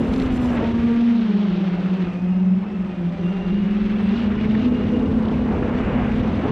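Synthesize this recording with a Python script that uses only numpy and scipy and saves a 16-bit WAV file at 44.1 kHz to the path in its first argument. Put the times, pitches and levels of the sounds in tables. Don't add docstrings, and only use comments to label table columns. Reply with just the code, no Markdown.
import sys
import numpy as np
from scipy import signal
from scipy.fft import rfft, irfft, next_fast_len
from scipy.io import wavfile
from scipy.ndimage import uniform_filter1d

SR = 44100
rng = np.random.default_rng(int(sys.argv[2]) if len(sys.argv) > 2 else 0)


def store_pcm(level_fs):
    pcm = np.round(np.clip(level_fs, -1, 1) * 32767).astype(np.int16)
    wavfile.write(sys.argv[1], SR, np.atleast_2d(pcm).T)


N = 287091
TIME = np.arange(N) / SR
SMEAR = .035


def undb(db):
    return 10 ** (np.asarray(db) / 20)


def unit(x):
    return x / np.sqrt(np.mean(x ** 2))


def curves(table):
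    times, *columns = np.transpose(table)
    return [np.interp(TIME, times, column, -120, -120) for column in columns]


def walk(rate):
    steps = np.repeat(rng.standard_normal(int(N * rate / SR) + 2), 8)
    steps = uniform_filter1d(uniform_filter1d(steps, 8), 8)
    return np.interp(TIME * 8 * rate, np.arange(len(steps)), unit(steps))


def spell(start_s, length_s, fade_s):
    t = TIME - start_s
    return np.clip(np.minimum(t + fade_s, length_s + fade_s - t) / fade_s, 0, 1) ** 2


def bands(colour, source):
    hz, db = np.transpose(colour)
    size = next_fast_len(N)
    octave = np.log2(np.fft.rfftfreq(size, 1 / SR) + 1)
    spectrum = rfft(source, size) * undb(np.interp(octave, np.log2(hz), db, -120, -120))
    centres = np.arange(np.floor(np.log2(hz[0])), np.log2(hz[-1]) + 1)
    parts = np.array([irfft(spectrum * np.clip(1 - abs(octave - c), 0, 1), size)[:N] for c in centres])
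    return centres, parts / np.std(parts.sum(0))


def flickering(colour, rate, depth_db):
    _, parts = bands(colour, rng.standard_normal(N))
    return unit(sum(band * undb(depth_db * walk(rate)) for band in parts))


def ring(x, modes):
    out = 0
    for hz, width, db in modes:
        peak = signal.iirpeak(hz, hz / width, SR)
        out = out + undb(db) * signal.lfilter(*peak, signal.lfilter(*peak, x))
    return out


def dull(x, hz):
    return signal.sosfilt(signal.butter(4, hz, fs=SR, output="sos"), x)


def bursts(events, rise_s, decay_s):
    t = np.arange(SR // 20) / SR
    shape = (1 - np.exp(-t / rise_s)) * np.exp(-t / decay_s)
    out = np.zeros(N)
    for start_s, db in events:
        puff = shape * rng.standard_normal(len(t))
        out[int(start_s * SR):][:len(t)] += undb(db) * puff * np.std(shape) / np.std(puff)
    return out


def phase(hz):
    return 2 * np.pi * np.cumsum(np.maximum(hz, 0)) / SR


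def sine(hz, wobble, wobble_hz=13.):
    return np.sqrt(2) * np.cos(phase(hz) + wobble * walk(wobble_hz))


def smeared(hz, width_hz):
    angle = phase(hz)
    return unit((.6 + walk(width_hz)) * np.cos(angle) + walk(width_hz) * np.sin(angle))


def rasp(depth=.4, rate=110.):
    return unit(1 - depth + depth * walk(rate))


def motor(shaft, tones):
    # (multiple of the shaft rate, level [dB])
    buzz_orders = [(3, -2), (4, -4), (5, -7), (6, -14.5), (7, -13.5)]
    hz, shake_db = curves(shaft)
    buzz = sum(undb(db + 1.1 * walk(15.)) * rasp() * sine(k * hz, wobble=.18 * k, wobble_hz=16.)
               for k, db in buzz_orders)
    shake = undb(shake_db + .8 * walk(25.)) * sine(hz, wobble=.06)
    blade_db, buzz_db = (db + walk(8.8) for db in curves(tones))
    blade_tone = undb(blade_db + 1.8 * walk(25.)) * rasp() * sine(2 * hz, wobble=.8, wobble_hz=21.94)
    return shake, blade_tone + undb(buzz_db) * buzz


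def fast_motors():
    # (time [s], shaft rate [Hz], shake [dB])
    shaft = [(0.0, 269, -35), (0.12, 257.7, -28.5), (0.24, 260.8, -21), (0.36, 250.3, -22),
             (0.49, 244.6, -20), (0.61, 230.1, -21.5), (0.73, 231.1, -21.5), (0.85, 234.4, -17),
             (0.97, 233.6, -16.5), (1.09, 236.1, -15.5), (1.2, 232.5, -17.5), (1.32, 207.5, -20.0),
             (1.43, 206.7, -19), (1.54, 198.2, -23.5), (1.65, 193.1, -19.5), (1.76, 192.7, -29.5),
             (1.87, 189.5, -19.5), (1.99, 187.2, -21), (2.08, 189.5, -27), (2.16, 189.2, -29),
             (2.25, 192.4, -32.5), (2.37, 202.4, -28), (2.49, 203.7, -24.5), (2.62, 206.1, -26),
             (2.75, 208.9, -28.5), (2.88, 201.1, -29.5), (3.01, 193.1, -36.5), (3.13, 195.8, -33.5),
             (3.24, 196.6, -32), (3.34, 197.2, -25.5), (3.43, 199, -37), (3.53, 200.9, -19.5),
             (3.63, 204.4, -20.0), (3.73, 206.1, -19.5), (3.84, 211, -19.5), (3.96, 212.3, -21.5),
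             (4.07, 214.1, -22.0), (4.19, 233.1, -23), (4.31, 233.1, -24), (4.42, 235.5, -29),
             (4.54, 247.4, -33), (4.61, 249.7, -23.5), (4.68, 246.7, -17.5), (4.75, 246.4, -22.5),
             (4.82, 247.8, -37), (4.92, 241.8, -21.5), (5.01, 248.1, -21), (5.1, 257.4, -30),
             (5.17, 253.9, -18), (5.23, 251.0, -35), (5.34, 251, -24.5), (5.44, 247.5, -20),
             (5.53, 248.7, -38.5), (5.59, 245.4, -28.5), (5.66, 242.8, -40), (5.78, 246.1, -22),
             (5.88, 250.1, -34), (5.99, 245.3, -21), (6.09, 244.7, -24.5), (6.2, 251.7, -25),
             (6.3, 256.8, -31.5), (6.4, 255.9, -33), (6.51, 255.3, -30.5)]
    # (time [s], blade tone [dB], buzz [dB])
    rotor_levels = [(0, -39, -56), (.4, -41, -41), (.75, -48.5, -44.5), (.9, -33, -39.5),
                    (1.1, -44.5, -42.5), (1.3, -33.5, -49.5), (1.6, -39.5, -42.5), (2.0, -36.5, -44.5),
                    (2.2, -57.5, -59), (2.45, -51, -50), (2.7, -58, -55), (2.9, -59, -47.5),
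                    (3.05, -46, -50), (3.4, -38.5, -42), (3.7, -44, -57.5), (4.4, -47, -53),
                    (4.6, -38, -66), (5.3, -36.5, -62), (6.51, -41.5, -48)]
    # (time [s], once per pole pair [dB], once per pole [dB], twice per pole [dB])
    pole_levels = [(1.3, -76.5, -71, -96), (1.75, -76, -59, -95), (1.95, -68, -55, -89),
                   (2.15, -68.5, -57, -85), (2.3, -72, -64, -98)]
    shake, tones = motor(shaft, rotor_levels)
    return shake, tones + magnets(shaft, pole_levels)


def slow_motors():
    # (time [s], shaft rate [Hz], shake [dB])
    shaft = [(0.0, 243.9, -24), (0.1, 217.3, -31), (0.22, 211, -35.5), (0.33, 215, -40),
             (0.41, 214.7, -36.5), (0.53, 216, -41), (0.6, 220, -36.5), (0.67, 222, -39),
             (0.73, 221.3, -38.5), (0.83, 219.1, -36), (0.93, 218.3, -29.5), (1.05, 214.3, -34.0),
             (1.15, 207.3, -22.5), (1.25, 194.2, -26.5), (1.34, 190.5, -18.5), (1.43, 181.8, -27),
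             (1.52, 177.4, -21), (1.61, 172.6, -27), (1.72, 176.6, -21.5), (1.82, 173.5, -25),
             (1.92, 176.9, -26), (2.03, 176.7, -22.5), (2.13, 173.1, -28.5), (2.25, 180.3, -19.5),
             (2.38, 184.1, -19.0), (2.51, 183.9, -15.5), (2.6, 186.6, -20), (2.69, 185.3, -41),
             (2.78, 185.2, -21), (2.86, 178.7, -30.5), (2.94, 177.3, -34), (3.06, 172.3, -19.5),
             (3.17, 170.1, -32), (3.25, 174.9, -20), (3.33, 180, -25), (3.41, 180.3, -28.5),
             (3.5, 177, -19.5), (3.58, 174.6, -33), (3.65, 181.8, -20), (3.73, 187.2, -31.5),
             (3.83, 189.1, -22.5), (3.94, 190.4, -28), (4.05, 189.8, -22), (4.11, 196.9, -21),
             (4.18, 206.1, -33), (4.28, 204.7, -17.5), (4.35, 205.1, -22), (4.42, 212.6, -26),
             (4.52, 216.4, -19.5), (4.59, 216.2, -21.5), (4.66, 214.1, -27), (4.79, 212.9, -27.5),
             (4.91, 212.3, -23.5), (5.03, 217.8, -25.5), (5.16, 221.8, -19.5), (5.28, 218.7, -23),
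             (5.41, 215.7, -26.5), (5.5, 214.3, -24.5), (5.59, 210.3, -29), (5.67, 210.8, -23.5),
             (5.79, 213.1, -34), (5.87, 210, -31.5), (5.95, 208.7, -33.5), (6.04, 211.1, -29),
             (6.13, 215.5, -27.5), (6.22, 217.1, -26.0), (6.32, 216, -24.5), (6.41, 214.3, -33),
             (6.51, 213.1, -32)]
    # (time [s], blade tone [dB], buzz [dB])
    rotor_levels = [(0, -30.5, -60), (.5, -43.5, -61), (1.1, -48, -57), (1.6, -33, -55), (1.9, -39, -52),
                    (2.15, -39.5, -49), (2.38, -40.5, -44), (2.55, -44.5, -55.5), (2.65, -44, -50),
                    (2.8, -40, -50.5), (3.0, -40.5, -46.5), (3.5, -37.5, -47.5), (4.1, -38, -46),
                    (4.3, -37, -44.5), (4.6, -37, -42.5), (4.9, -35.5, -45.5), (5.25, -36.5, -51.5),
                    (5.6, -35, -56.5), (6.0, -42, -43.5), (6.51, -31, -62.5)]
    # (time [s], once per pole pair [dB], once per pole [dB], twice per pole [dB])
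    pole_levels = [(1.9, -70, -74, -80), (2.14, -52, -51, -72), (2.5, -60, -58.5, -73),
                   (2.8, -52.5, -63, -78), (2.92, -58, -55, -77), (3.1, -62, -62, -77.5),
                   (3.5, -64, -60, -80), (3.75, -64, -54, -85), (4.0, -61, -51, -82), (4.22, -63, -49, -84),
                   (4.4, -78, -68, -90)]
    shake, tones = motor(shaft, rotor_levels)
    return shake, tones + magnets(shaft, pole_levels)


def wind(gust_hz=14.):
    # (time [s], rumble [dB], roar [dB], buffeting [dB])
    strength = [(0, -25, -31, -43), (.2, -27.5, -32.5, -35), (.42, -28.5, -33.5, -35),
                (.52, -30.5, -32, -39), (.62, -27.5, -28, -43.5), (.7, -29, -33, -41),
                (.8, -28.5, -37.5, -47), (.98, -37, -41, -48), (1.35, -48, -39, -49),
                (1.7, -48, -37.5, -52.5), (2.1, -41.5, -38.5, -52), (2.25, -41, -43.5, -57.5),
                (2.6, -41.5, -42, -64), (3.0, -40, -49, -53.5), (3.45, -40, -43, -38),
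                (3.9, -37.5, -37.5, -40), (4.25, -32, -35.5, -51), (4.45, -28.5, -39.5, -42),
                (4.85, -27.5, -35, -42), (5.1, -27, -34, -44), (5.3, -27.5, -32.5, -49),
                (5.62, -25.5, -31, -50), (5.75, -29, -30, -38), (5.92, -25, -28, -33),
                (6.05, -30, -28, -38), (6.15, -26.5, -32.5, -42), (6.51, -26, -30, -53)]
    # (frequency [Hz], relative level [dB])
    rumble_colour = [(25, -22.5), (50, -4.5), (80, -1), (130, -6), (175, -3), (230, -0.5), (310, -8),
                     (420, -14.5), (600, -25)]
    # (frequency [Hz], relative level [dB])
    roar_colour = [(120, 0.5), (300, -1.5), (500, -4), (800, -8), (1200, -13), (2000, -22.5), (3000, -24)]
    buffet_colour = [(18, -6), (30, -9), (50, -4), (70, -11)]
    rumble_db, roar_db, buffet_db = curves(strength)
    buffet = undb(buffet_db + 4.5 * walk(gust_hz)) * flickering(buffet_colour, rate=20., depth_db=1.2)
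    rumble = undb(rumble_db + .03 * walk(gust_hz)) * flickering(rumble_colour, rate=9.1, depth_db=.97)
    roar = undb(roar_db + .7 * walk(gust_hz)) * flickering(roar_colour, rate=25., depth_db=1.2)
    return buffet + undb(4.5) * rumble + undb(2.5) * roar


def blade_hiss(shake, pulse_db=2.):
    # (time [s], level [dB], tilt [dB/octave], edge near 4 kHz [dB])
    automation = [(0, -46.5, 5.5, 2.5), (.22, -38.5, -2, 0.5), (.36, -41.5, 1, 1.5), (.49, -39, 1.5, -2),
                  (.54, -37.5, -2.5, -1.5), (.64, -38, 0, 0), (.72, -41.5, 2, 1.5), (.8, -39, 1, -1),
                  (1.4, -42.5, -1, 7), (2.05, -41.5, -0.3, 0.5), (2.15, -45, 2, -3), (2.52, -47.5, 1, -3),
                  (3.3, -43, 0, -2.5), (4.08, -40, -1.5, 2), (4.2, -38, -1, 4), (4.3, -40.5, -1.5, -3),
                  (4.44, -40, -1, 1.5), (4.48, -41.5, -1, 2), (4.62, -40, -0.5, 2), (4.7, -43, 0.5, -1),
                  (4.8, -39, -0.5, -1), (5.0, -45, 2.5, 0), (5.4, -43.5, 2, -1.5), (5.68, -41, 0, -4),
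                  (5.77, -38.5, -1, -3), (5.93, -38.5, -1.5, -4), (6.06, -37.5, -1.5, -5),
                  (6.22, -39.5, 0, -1), (6.51, -39, -1, -1)]
    # (frequency [Hz], relative level [dB])
    colour = [(700, -21.5), (1200, -3.5), (1500, -4), (2000, -4.5), (2800, -7.5), (3500, -11),
              (4200, -17.5), (5000, -23.5), (6000, -27), (7000, -34.5), (8500, -38.5), (9000, -44),
              (10000, -49), (12000, -66)]
    # (frequency [Hz], width [Hz], level against the hiss [dB])
    frame_modes = [(6030, 280, -42.5), (7450, 250, -46.5), (8470, 200, -54.5)]
    hiss_db, tilt_db, edge_db = curves(automation)
    edge_octave = np.log2(4096)
    hiss = 0
    for octave, band in zip(*bands(colour, rng.standard_normal(N))):
        eq_db = tilt_db * (octave - edge_octave + .5) + edge_db * (octave == edge_octave)
        hiss = hiss + band * undb(eq_db + .7 * walk(22.))
    crest = shake / np.sqrt(uniform_filter1d(shake ** 2, size=SR // 5))
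    throb = unit(undb(pulse_db * crest + 1.1 * walk(150.)))
    rings = sum(undb(db + 2.8 * walk(5.7)) * unit(ring(rng.standard_normal(N), [(hz, width, 0)]))
                for hz, width, db in frame_modes)
    return undb(hiss_db - 1) * (hiss * throb + rings)


def side_gust(length_s=.556, fade_db_per_s=36):
    thud = flickering([(25, -7), (60, -6), (120, -3), (200, -25)], rate=7.6, depth_db=3.)
    swish_colour = [(700, -5), (1100, -1.5), (1600, -5), (2400, -19), (4500, -23.5)]
    swish = flickering(swish_colour, rate=21.6, depth_db=2.5)
    swish_db = -45.5 - fade_db_per_s * TIME
    return spell(0, length_s, fade_s=.03) * (undb(-47) * thud + undb(swish_db) * swish)


def rustle():
    # (start [s], length [s], relative level [dB])
    scrapes = [(0, 0.1, -67.5), (0.132, 0.14, -64.5), (0.329, 0.043, -61.5), (0.417, 0.055, -61.5),
               (0.503, 0.05, -65), (.58, 0.07, -78)]
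    # (time [s], level [dB])
    crackles = [(.134, -54), (.179, -42), (.224, -48.5), (.361, -46.5), (.44, -56.5), (.457, -52),
                (.468, -47.5), (.534, -46.5), (.557, -46.5)]
    # (frequency [Hz], relative level [dB])
    colour = [(4000, -11), (5500, -1), (8000, -3.5), (9500, -11), (12500, -11), (13600, -20.5)]
    envelope = sum(undb(db) * spell(start_s, length_s, fade_s=.036) for start_s, length_s, db in scrapes)
    grains = envelope * undb(9 + 2 * walk(250.)) * rng.standard_normal(N)
    grains += bursts(crackles, rise_s=.0005, decay_s=.002)
    _, parts = bands(colour, grains)
    return np.std(grains) * parts.sum(0)


def ticks():
    # (time [s], strike level [dB])
    taps = [(.1355, -36), (.1382, -27), (.1426, -33), (.1612, -27), (.1658, -33), (.1992, -25), (.208, -36),
            (.218, -30), (.2223, -28), (.2605, -32), (.569, -36), (.6425, -31.5)]
    # (frequency [Hz], width [Hz], gain [dB])
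    modes = [(2670, 1500, 11), (3600, 1500, 8), (4860, 1200, -11), (7100, 1700, -18)]
    return dull(ring(bursts(taps, rise_s=.0003, decay_s=.0013), modes), hz=7500)


def flutters(relative_width=.46):
    # (peak time [s], half-length [s], level [dB], band centre [Hz])
    puffs = [(0.579, 0.0079, -33, 2008), (0.644, 0.0058, -36.5, 2300), (2.644, 0.022, -37.5, 950),
             (2.87, .02, -42, 951), (4.155, 0.0046, -52.5, 4483), (4.323, 0.0069, -37.5, 1888),
             (4.385, 0.0097, -37, 2005), (4.409, 0.0086, -37, 2400), (4.449, 0.012, -34, 2005),
             (4.512, 0.0043, -39, 2000), (4.551, 0.0066, -33, 1910), (4.651, 0.0063, -37.5, 2526),
             (5.256, 0.0051, -44.5, 3505), (5.285, 0.0054, -42.5, 3192), (5.344, 0.0061, -42, 2193),
             (5.629, 0.0065, -32.5, 1400), (5.788, 0.0046, -42, 3000)]
    out = np.zeros(N)
    t = np.arange(SR // 10) / SR - .05
    for peak_s, half_s, db, hz in puffs:
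        shape = np.exp(-(t / half_s) ** 2)
        puff = shape * ring(rng.standard_normal(len(t)), [(hz, relative_width * hz, 0)])
        out[int((peak_s + t[0]) * SR):][:len(t)] += undb(db) * puff * np.std(shape) / np.std(puff)
    return dull(out, hz=5000)


def whine():
    # (start [s], length [s], pitch [Hz], drift [Hz/s], level [dB])
    whistles = [(2.297, 0.11, 2800, -0.5, -54), (2.679, 0.17, 2648, 97.5, -57.5),
                (2.879, 0.11, 2788, -1.5, -57.5), (3.253, 0.3, 2780, 0, -49.5),
                (3.56, 0.16, 2854, 200, -51), (4.38, 0.05, 2875, -1, -50), (4.529, .14, 2790, 299, -49),
                (4.566, 0.1, 1226, 0, -57), (4.74, 0.32, 2835, 1, -49), (2.101, 0.38, 5920, 1.5, -75),
                (3.2, 0.37, 5925, -4.5, -75), (4.46, 0.59, 6030, 56, -79.5), (4.601, 0.16, 6250, -2, -81),
                (0.702, .12, 7550, -0.5, -85), (4.1, .36, 7402, 844, -82), (5.78, .15, 7450, -1, -76),
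                (1.75, 0.24, 8507, -200, -87), (2.87, .18, 8520, -5, -87), (3.999, .1, 8475, 0, -76),
                (5.08, .15, 8470, -7, -76), (6.201, 0.3, 8480, 3, -84)]
    out = np.zeros(N)
    for start_s, length_s, hz, drift, db in whistles:
        glide = hz + drift * (TIME - start_s)
        out += undb(db) * spell(start_s, length_s, fade_s=.082) * smeared(glide, SMEAR * hz)
    return out


def magnets(shaft, pole_levels, pole_pairs=7):
    hz = pole_pairs * curves(shaft)[0]
    return sum(undb(db) * smeared(k * hz, SMEAR * k * hz.mean())
               for k, db in zip((1, 2, 4), curves(pole_levels)))


def middle_motor():
    # (time [s], shaft rate [Hz], shake [dB])
    shaft = [(2.4, 191.5, -93), (2.6, 192.7, -43.5), (2.8, 191.2, -29.5), (2.92, 188.5, -40),
             (3.03, 187.6, -32), (3.15, 185.6, -32), (3.35, 189, -27.5), (3.55, 190.2, -34.5),
             (3.7, 192, -44.5), (3.85, 191.4, -90)]
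    hz, shake_db = curves(shaft)
    return undb(shake_db + 4.4 * walk(12.)) * sine(hz, wobble=.36)


def scene():
    fast_shake, fast_tones = fast_motors()
    slow_shake, slow_tones = slow_motors()
    shake = fast_shake + slow_shake + middle_motor()
    air = wind() + blade_hiss(shake) + flutters()
    centre = shake + fast_tones + slow_tones + air + ticks() + whine()
    antiphase, right = np.array([[1], [-1]]), np.array([[.12], [1]])
    return centre + antiphase * side_gust() + right * rustle()


def record(dry, drive=1.5, lopsided=.15, bottom_hz=18., top_hz=13700):
    bent = np.tanh(drive * (dry + lopsided * dry ** 2)) / drive
    bent = signal.sosfilt(signal.butter(2, bottom_hz, "high", fs=SR, output="sos"), bent)
    return signal.sosfilt(signal.ellip(8, .2, 70, top_hz, fs=SR, output="sos"), bent)


dry = scene()
out = record(dry)
store_pcm(out)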